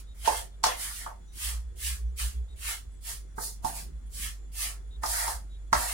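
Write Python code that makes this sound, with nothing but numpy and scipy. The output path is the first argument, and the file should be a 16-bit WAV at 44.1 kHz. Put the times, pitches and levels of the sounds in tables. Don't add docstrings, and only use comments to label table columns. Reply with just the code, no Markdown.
import sys
import numpy as np
from scipy import signal
from scipy.fft import rfft, irfft
from scipy.io import wavfile
from scipy.ndimage import uniform_filter1d

SR = 44100
rng = np.random.default_rng(int(sys.argv[2]) if len(sys.argv) > 2 else 0)


def magnitude_from_level(level_db):
    exponent = np.asarray(level_db, float) / 20
    return 10 ** exponent


def int16_out(signal):
    q = np.round(np.clip(np.atleast_2d(signal).T, -1, 1) * 32767)
    wavfile.write(sys.argv[1], SR, q.astype(np.int16))


N = 261513
STEP = 16

# frequency in Hz, bandwidth in Hz, level in dB.
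PAN_MODES = [(327, 97, 10), (506.5, 109, -6.5), (589, 68, -4), (693, 65.3, 3.5), (790, 71, -4.5),
             (844, 54.6, 0.5), (938, 64, 0.5), (980, 45, -4.5), (1008, 57, -13.5), (1193, 33, -3.5),
             (1295, 54, -20), (1408, 50, -13.5), (1416, 51, -1), (1577, 27, -5), (1700, 16, -30),
             (1902, 172, -27), (2016, 31, -18)]


def evened(x):
    return x / np.sqrt(np.mean(x ** 2) + 1e-20)


def read(points, hz):
    f, value = np.transpose(points)
    return np.interp(np.log(hz + 1), np.log(f + 1), value)


def coloured(x, points):
    gain = magnitude_from_level(read(points, np.fft.rfftfreq(N, 1 / SR)))
    return evened(irfft(rfft(x) * gain, N))


def resonate(x, hz, width):
    r = np.exp(-np.pi * width / SR)
    b = [(1 - r * r) / 2, 0, -(1 - r * r) / 2]
    return signal.lfilter(b, [1, -2 * r * np.cos(2 * np.pi * hz / SR), r * r], x)


def mode(x, hz, width):
    return resonate(resonate(x, hz, width), hz, 4 * width)


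def grains(per_s, spread_db, shared):
    size = magnitude_from_level(spread_db * np.minimum(rng.exponential(1, (3, N)), 5))
    size = size * rng.choice([-1., 1.], (3, N))
    clicks = size * (rng.random((3, N)) < per_s / SR)
    return clicks[:2] + shared * clicks[2]


def patchy(x, depth_db):
    z = signal.stft(x, nperseg=512)[2]
    field = rng.standard_normal(z.shape[1:])
    field = uniform_filter1d(field, 2, axis=0)
    field = evened(uniform_filter1d(field, 10, axis=1))
    gain = magnitude_from_level(depth_db * np.clip(field, -3, 1.2))
    return evened(signal.istft(z * gain, nperseg=512)[1][:, :N])


def swell(s, rise, fall, db):
    edge_db, rise_shape, fall_shape = 33.5, 1.86, 1.55
    contact = 0.95
    t = np.arange(0, N, STEP) / SR - s
    begun = np.clip((t + contact * rise) / 0.0036, 0, 1)
    lost = np.where(t < 0, abs(t / rise) ** rise_shape, abs(t / fall) ** fall_shape)
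    return begun * magnitude_from_level(db - edge_db * lost)


def joined(rows):
    power = sum(swell(*row) ** 2 for row in rows)
    return np.interp(np.arange(N), np.arange(0, N, STEP), np.sqrt(power)) + 1e-6


def background():
    # frequency in Hz, density in dB per Hz.
    air_spectrum = [(50, -32), (85, -19), (108, -14), (1100, -39), (1370, -34.5), (3000, -44.5),
                    (3730, -47.5), (4070, -43), (4960, -47), (7190, -43.5), (9560, -42), (11900, -55.5),
                    (15800, -59)]
    # peak in seconds, half length in seconds, level in dB.
    surges = [(0.297, 0.41, -44), (.93, .3, -53), (1.575, 0.31, -32.5), (1.92, 0.21, -33),
              (2.07, 0.19, -29.5), (2.249, 0.1, -28.5), (2.39, 0.2, -30), (2.61, .25, -40),
              (2.877, 0.067, -45), (3.167, 0.16, -45), (3.655, 0.14, -50), (3.94, 0.15, -39),
              (4.1, 0.19, -45), (4.27, 0.17, -41), (4.643, 0.17, -54), (5.04, 0.32, -42),
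              (5.348, 0.087, -39), (5.77, 0.051, -32)]
    a, b, c = rng.standard_normal((3, N))
    air = coloured(np.array([a, 0.3 * a + 0.83 * b]), air_spectrum)
    air = magnitude_from_level(-59.0) * patchy(air, depth_db=1.5)
    subsonic = magnitude_from_level(-54.5) * evened(resonate(resonate(air, 23, 19), 23, 19))
    t = np.arange(N) / SR
    hum_hz, hum_db = 49.7, -43
    hum_gain = magnitude_from_level(hum_db + 3.05 * np.sin(2 * np.pi * 0.13 * t + 3.4)) * np.sqrt(2)
    hum = hum_gain * np.sin(2 * np.pi * hum_hz * t + 1.11 * np.sin(2 * np.pi * 0.381 * t))
    engine = evened(mode(mode(c, 58.24, 5.8), 58.6, 8.3))
    engine /= np.sqrt(uniform_filter1d(engine ** 2, 3500) + 0.018)
    engine = joined((s, half, half, db) for s, half, db in surges) * engine
    flank = magnitude_from_level(-58) * evened(mode(b, 67.7, 18.2))
    return air + subsonic + flank + hum + engine


def traffic():
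    # peak in seconds, rise in seconds, fall in seconds, level in dB.
    passing = (4, 1.2, 0.8, -60.5)
    noise = rng.standard_normal((2, 3, N))
    low, high = noise[:, :2] + 0.9 * noise[:, 2:]
    low = evened(mode(low, 140, 76)) * (magnitude_from_level(-66.5) + joined([passing]))
    high = evened(mode(high, 394, 67)) * magnitude_from_level(-67)
    return patchy(low + high, depth_db=8.0) * np.std(low + high)


def insects():
    # start in seconds, length in seconds, frequency in Hz, level in dB.
    chirps = [(0.063, 0.08, 3750, -61.5), (0.058, 0.17, 3230, -88), (0.514, 0.05, 3470, -65),
              (1.272, .07, 3760, -67), (1.257, 0.1, 5940, -68), (2.05, 0.076, 5900, -72),
              (2.35, .05, 3380, -63), (2.414, 0.089, 7500, -77), (2.478, 0.073, 3740, -61),
              (2.5, 0.035, 3400, -82), (2.506, 0.046, 7720, -69), (2.902, 0.1, 7840, -69),
              (2.914, 0.04, 9600, -63), (3.28, 0.062, 5860, -73), (3.292, 0.056, 9400, -71),
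              (3.922, .04, 9500, -88), (4.062, .03, 9500, -58), (4.872, 0.031, 9400, -63),
              (4.048, 0.045, 3300, -73), (4.355, 0.14, 7160, -67.5), (4.902, 0.075, 3740, -58.5),
              (4.928, 0.052, 3460, -63), (5.49, 0.098, 3790, -63), (5.523, 0.04, 3390, -63)]
    t, out = np.arange(N) / SR, np.zeros((2, N))
    for s, length, hz, db in chirps:
        at, size = round(s * SR), round(length * SR)
        drift = np.cumsum(rng.standard_normal((2, SR // 4)), axis=1)[:, :size]
        pulses = signal.windows.tukey(size, .4) * (1 + 0.31 * np.sin(2 * np.pi * 42 * t[:size]))
        tone = np.sin(2 * np.pi * hz * t[:size] + 0.062 * drift[0])
        out[:, at:at + size] += magnitude_from_level(db) * pulses * tone
    trill = evened(resonate(rng.standard_normal((2, N)), 7000, 14))
    trill = trill * (1 + 0.23 * np.sin(2 * np.pi * 55 * t))
    far = evened(resonate(rng.standard_normal((2, N)), 3430, 24.05))
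    return out + magnitude_from_level(-75) * trill + magnitude_from_level(-78) * far


def strokes():
    # peak in seconds, rise in seconds, fall in seconds,
    # crumb hiss in dB, grit relative to the hiss in dB.
    sweeps = [(0.0, 0.035, 0.047, -49.5, -9), (0.272, 0.056, .07, -35, -1.5),
              (.363, 0.23, 0.13, -35.5, -8.5), (.65, .016, 0.19, -34, -1.5),
              (0.829, 0.098, 0.22, -34.5, -11), (0.989, 0.2, 0.17, -40.5, -9.5),
              (1.462, 0.15, 0.16, -33, -9), (1.869, 0.12, 0.16, -32.5, -9.5),
              (2.202, 0.048, 0.18, -33.5, -9.5), (2.699, 0.15, 0.14, -33.5, -7),
              (3.097, 0.096, 0.14, -36, -11), (3.443, 0.093, 0.14, -34.5, -26),
              (3.67, 0.053, .13, -37, -13), (3.775, 0.1, 0.13, -39, -13), (4.17, 0.086, 0.098, -42.5, -18),
              (4.238, 0.13, 0.14, -35.5, -7.5), (4.629, 0.12, 0.15, -31, -9.5),
              (5.05, 0.042, 0.3, -38.5, -18.5), (5.11, 0.095, 0.29, -31.5, -19),
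              (5.2, .13, 0.21, -32, -13.5), (5.31, 0.14, 0.11, -36, -18.5), (5.74, 0.022, .15, -37.5, -4),
              (5.81, 0.1, 0.236, -32, -16.5), (5.9, 0.089, 0.27, -34.5, -9.5)]
    # peak in seconds, rise in seconds, fall in seconds,
    # pressure on the pan in dB, crushed lumps in dB.
    rubs = [(.285, 0.061, 0.16, -36, -37.5), (0.418, 0.14, 0.066, -49, -77),
            (.655, 0.036, 0.23, -38.5, -37), (.91, 0.14, 0.059, -69, -45), (1.045, 0.11, .02, -60, -50),
            (1.065, 0.0074, .15, -48, -49), (1.5, 0.071, .15, -55.5, -50.5),
            (2.25, 0.085, 0.029, -57, -100), (2.724, 0.13, 0.073, -52.5, -44.5),
            (3.099, 0.078, 0.051, -55.5, -52.5), (4.66, 0.16, 0.19, -55.5, -50.5),
            (3.384, 0.022, 0.15, -49, -53), (3.49, 0.059, 0.042, -58, -69),
            (3.651, 0.035, 0.12, -40.5, -62), (3.76, 0.073, 0.11, -48.5, -75),
            (5.038, 0.026, 0.29, -40, -46.5), (5.2, 0.18, 0.2, -49, -36.5), (5.283, 0.2, 0.15, -40.5, -46),
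            (5.74, 0.024, 0.24, -35, -37.5), (5.85, 0.13, 0.286, -45, -41.5)]
    lumps_db, lumps_with_grit = -5.5, 0.88
    brush_db, brush_width, brush_late_s = -25.5, 0.27, 0.011
    hiss_rows, grit_rows, lump_rows, press_rows = [], [], [], []
    for s, rise, fall, db, grit_db in sweeps:
        late = s + brush_late_s
        hiss_rows.append((s, rise, fall, db))
        grit_rows.append((s, rise, fall, db + grit_db))
        lump_rows.append((late, rise, fall, db + lumps_db + lumps_with_grit * grit_db))
        press_rows.append((late, brush_width * rise, brush_width * fall, db + brush_db + grit_db))
    for s, rise, fall, press_db, crushed_db in rubs:
        lump_rows.append((s, rise, fall, crushed_db))
        press_rows.append((s, rise, fall, press_db))
    hiss = joined(hiss_rows)
    return hiss, joined(grit_rows) / hiss, joined(lump_rows) / hiss, joined(press_rows)


def crumbs(hiss, grit_share, lumps_share):
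    # frequency in Hz, density in dB per Hz.
    fine_spectrum = [(2120, -56), (3600, -12.5), (4550, -6), (5910, -7), (7850, -3.5), (8510, -3),
                     (9810, -0.5), (11800, -8.5), (15100, -11), (15800, -12)]
    grit_spectrum = [(1500, -36.5), (2200, -2.5), (2700, -2.5), (3300, -3), (3900, -7.5), (5500, -36)]
    lump_spectrum = [(450, -42), (750, -18.5), (1150, 1.5), (1500, 0.5), (1800, 5.5), (2150, -1),
                     (2800, -25)]
    fine = coloured(grains(per_s=12000, spread_db=2.0, shared=0.11), fine_spectrum)
    grit = coloured(grains(per_s=3300, spread_db=3.0, shared=0.72), grit_spectrum) * grit_share
    lumps = coloured(grains(per_s=1600, spread_db=1.0, shared=0.36), lump_spectrum)
    rough = grit + lumps * np.minimum(lumps_share, 1)
    return hiss * (patchy(fine, depth_db=2.5) + patchy(rough, depth_db=5.0) * np.std(rough))


def scrape(press):
    slips = grains(per_s=1700, spread_db=3.0, shared=3.6)
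    ring = 0
    for k, (hz, width, db) in enumerate(PAN_MODES[1:]):
        ring = ring + (-1) ** k * magnitude_from_level(db - 2.0 * hz / 1000) * mode(slips, hz, 1.04 * width)
    limit_db = -39
    return np.minimum(press, magnitude_from_level(limit_db)) * evened(ring)


def knocks():
    # start in seconds, level in dB, lowest and highest part of the pan reached in Hz,
    # crack relative to the ring in dB.
    blows = [(.274, -13.5, 540, 885, -9), (0.3, -29, 566, 950, -10), (.324, -28, 570, 950, -7),
             (0.632, -37, 684, 1980, 8), (.637, -12.5, 620, 1900, 0), (.658, -21, 480, 1310, -12),
             (0.665, -21.5, 480, 920, 2), (1.06, -28, 735, 1260, -20), (1.07, -38, 670, 1190, -28),
             (1.112, -39, 650, 1200, -34), (2.194, -39, 1500, 1970, -1), (3.364, -53, 604, 1590, -25),
             (3.38, -25, 490, 1500, -30), (3.646, -20, 670, 1040, -11.5), (3.699, -54, 600, 1100, -15),
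             (5.034, -21, 762, 1700, -9), (5.059, -36, 500, 1300, 11), (5.276, -24.5, 860, 980, -4),
             (5.728, -9.5, 600, 1800, -10), (5.744, -20.5, 520, 1500, -4), (.256, -30, 1500, 2300, 1)]
    out, t = np.zeros((2, N + SR)), np.arange(SR // 6) / SR
    hz, width, pan_db = np.transpose(PAN_MODES)
    for s, db, low_hz, high_hz, crack_db in blows:
        noise, luck = rng.standard_normal((3, 2, len(t))), rng.standard_normal(len(PAN_MODES))
        push = (noise[0] + 2.3 * noise[2, 0]) * np.minimum(t / 0.00096, 1) * np.exp(-t / 0.002)
        below, above = np.log2(low_hz / hz), np.log2(hz / high_hz)
        outside = 0.52 * np.maximum(below, 0) + np.maximum(above, 0)
        near = magnitude_from_level(0.21 * pan_db + 2.2 * luck - 42.0 * outside)
        choked, free = 0, 0
        for k in range(len(PAN_MODES)):
            gain = (-1) ** k * near[k]
            choked = choked + gain * mode(push, hz[k], 3.97 * width[k])
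            free = free + gain * mode(push, hz[k], 1.03 * width[k])
        ring = signal.lfilter(*signal.butter(4, 1.26 * high_hz, fs=SR), choked + magnitude_from_level(-4.0) * free)
        crack = mode(noise[1], 4900, 3020) * np.exp(-t / 0.01) * np.minimum(t / 0.00031, 1)
        at = round(s * SR)
        out[:, at:at + len(t)] += magnitude_from_level(db) * (ring / abs(ring).max() + magnitude_from_level(crack_db) * crack)
    return out[:, :N]


def thuds():
    # start in seconds, level in dB.
    jolt_rows = [(.274, -55), (0.3, -52), (0.635, -49), (.665, -48), (3.38, -41.5), (3.645, -37.5),
                 (3.698, -50), (5.032, -50.5), (5.059, -61), (5.727, -34), (5.744, -44)]
    jolts, t = np.zeros(N), np.arange(SR // 6) / SR
    for s, db in jolt_rows:
        jolts[round(s * SR)] = magnitude_from_level(db)
    push = np.sin(2 * np.pi * 135 * t) * np.exp(-t / 0.005)
    knock = 2.4 * np.sin(2 * np.pi * 255 * t) * np.exp(-t / 0.0025)
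    return signal.oaconvolve(jolts, push + knock)[:N]


def kitchen(x):
    # frequency in Hz, time to fall by 60 dB in seconds.
    decay = [(150, 0.29), (700, 0.26), (2000, 0.13), (6000, 0.23), (15000, 0.033)]
    taps = np.zeros((2, SR // 2))
    at = np.arange(120, SR // 2 - 20, 20) + rng.integers(0, 20, (2, (SR // 2 - 121) // 20))
    np.put_along_axis(taps, at, rng.choice([-1., 1.], at.shape), 1)
    hz, t, z = signal.stft(taps, SR, nperseg=256)
    fading = magnitude_from_level(-60 * t / read(decay, hz)[:, None])
    tail = signal.istft(z * fading, SR, nperseg=256)[1]
    return signal.fftconvolve(x, tail / np.linalg.norm(tail[0]), axes=1)[:, :N]


def scene():
    under = background() + traffic() + insects()
    hiss, grit, lumps, press = strokes()
    rubbing = crumbs(hiss, grit, lumps) + scrape(press)
    blows = knocks() + thuds()
    direct = magnitude_from_level(-0.5) * rubbing + magnitude_from_level(2.0) * blows
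    reflected = kitchen(magnitude_from_level(-7.5) * rubbing + magnitude_from_level(-3.0) * blows)
    return direct + reflected + under


def roll_off(x):
    return signal.sosfilt(signal.butter(12, 16970, fs=SR, output="sos"), x)


def record(dry):
    # frequency in Hz, left minus right in dB.
    left_over_right = [(60, -1.5), (180, -2), (550, -2.5), (1650, -1.5), (4970, 1.5), (15000, -7.5)]
    lag, margin = 44, 2048
    edge_hz = 15820
    dry = np.pad(dry, ((0, 0), (margin, margin)), "reflect")
    hz = np.fft.rfftfreq(dry.shape[1], 1 / SR)
    balance = magnitude_from_level(np.outer([.5, -.5], read(left_over_right, hz)))
    x = irfft(rfft(dry) * balance * (hz < edge_hz), dry.shape[1])
    mix = np.array([x[0, margin - lag:][:N], x[1, margin:][:N]])
    return roll_off(mix)


dry = scene()
out = record(dry)
int16_out(out)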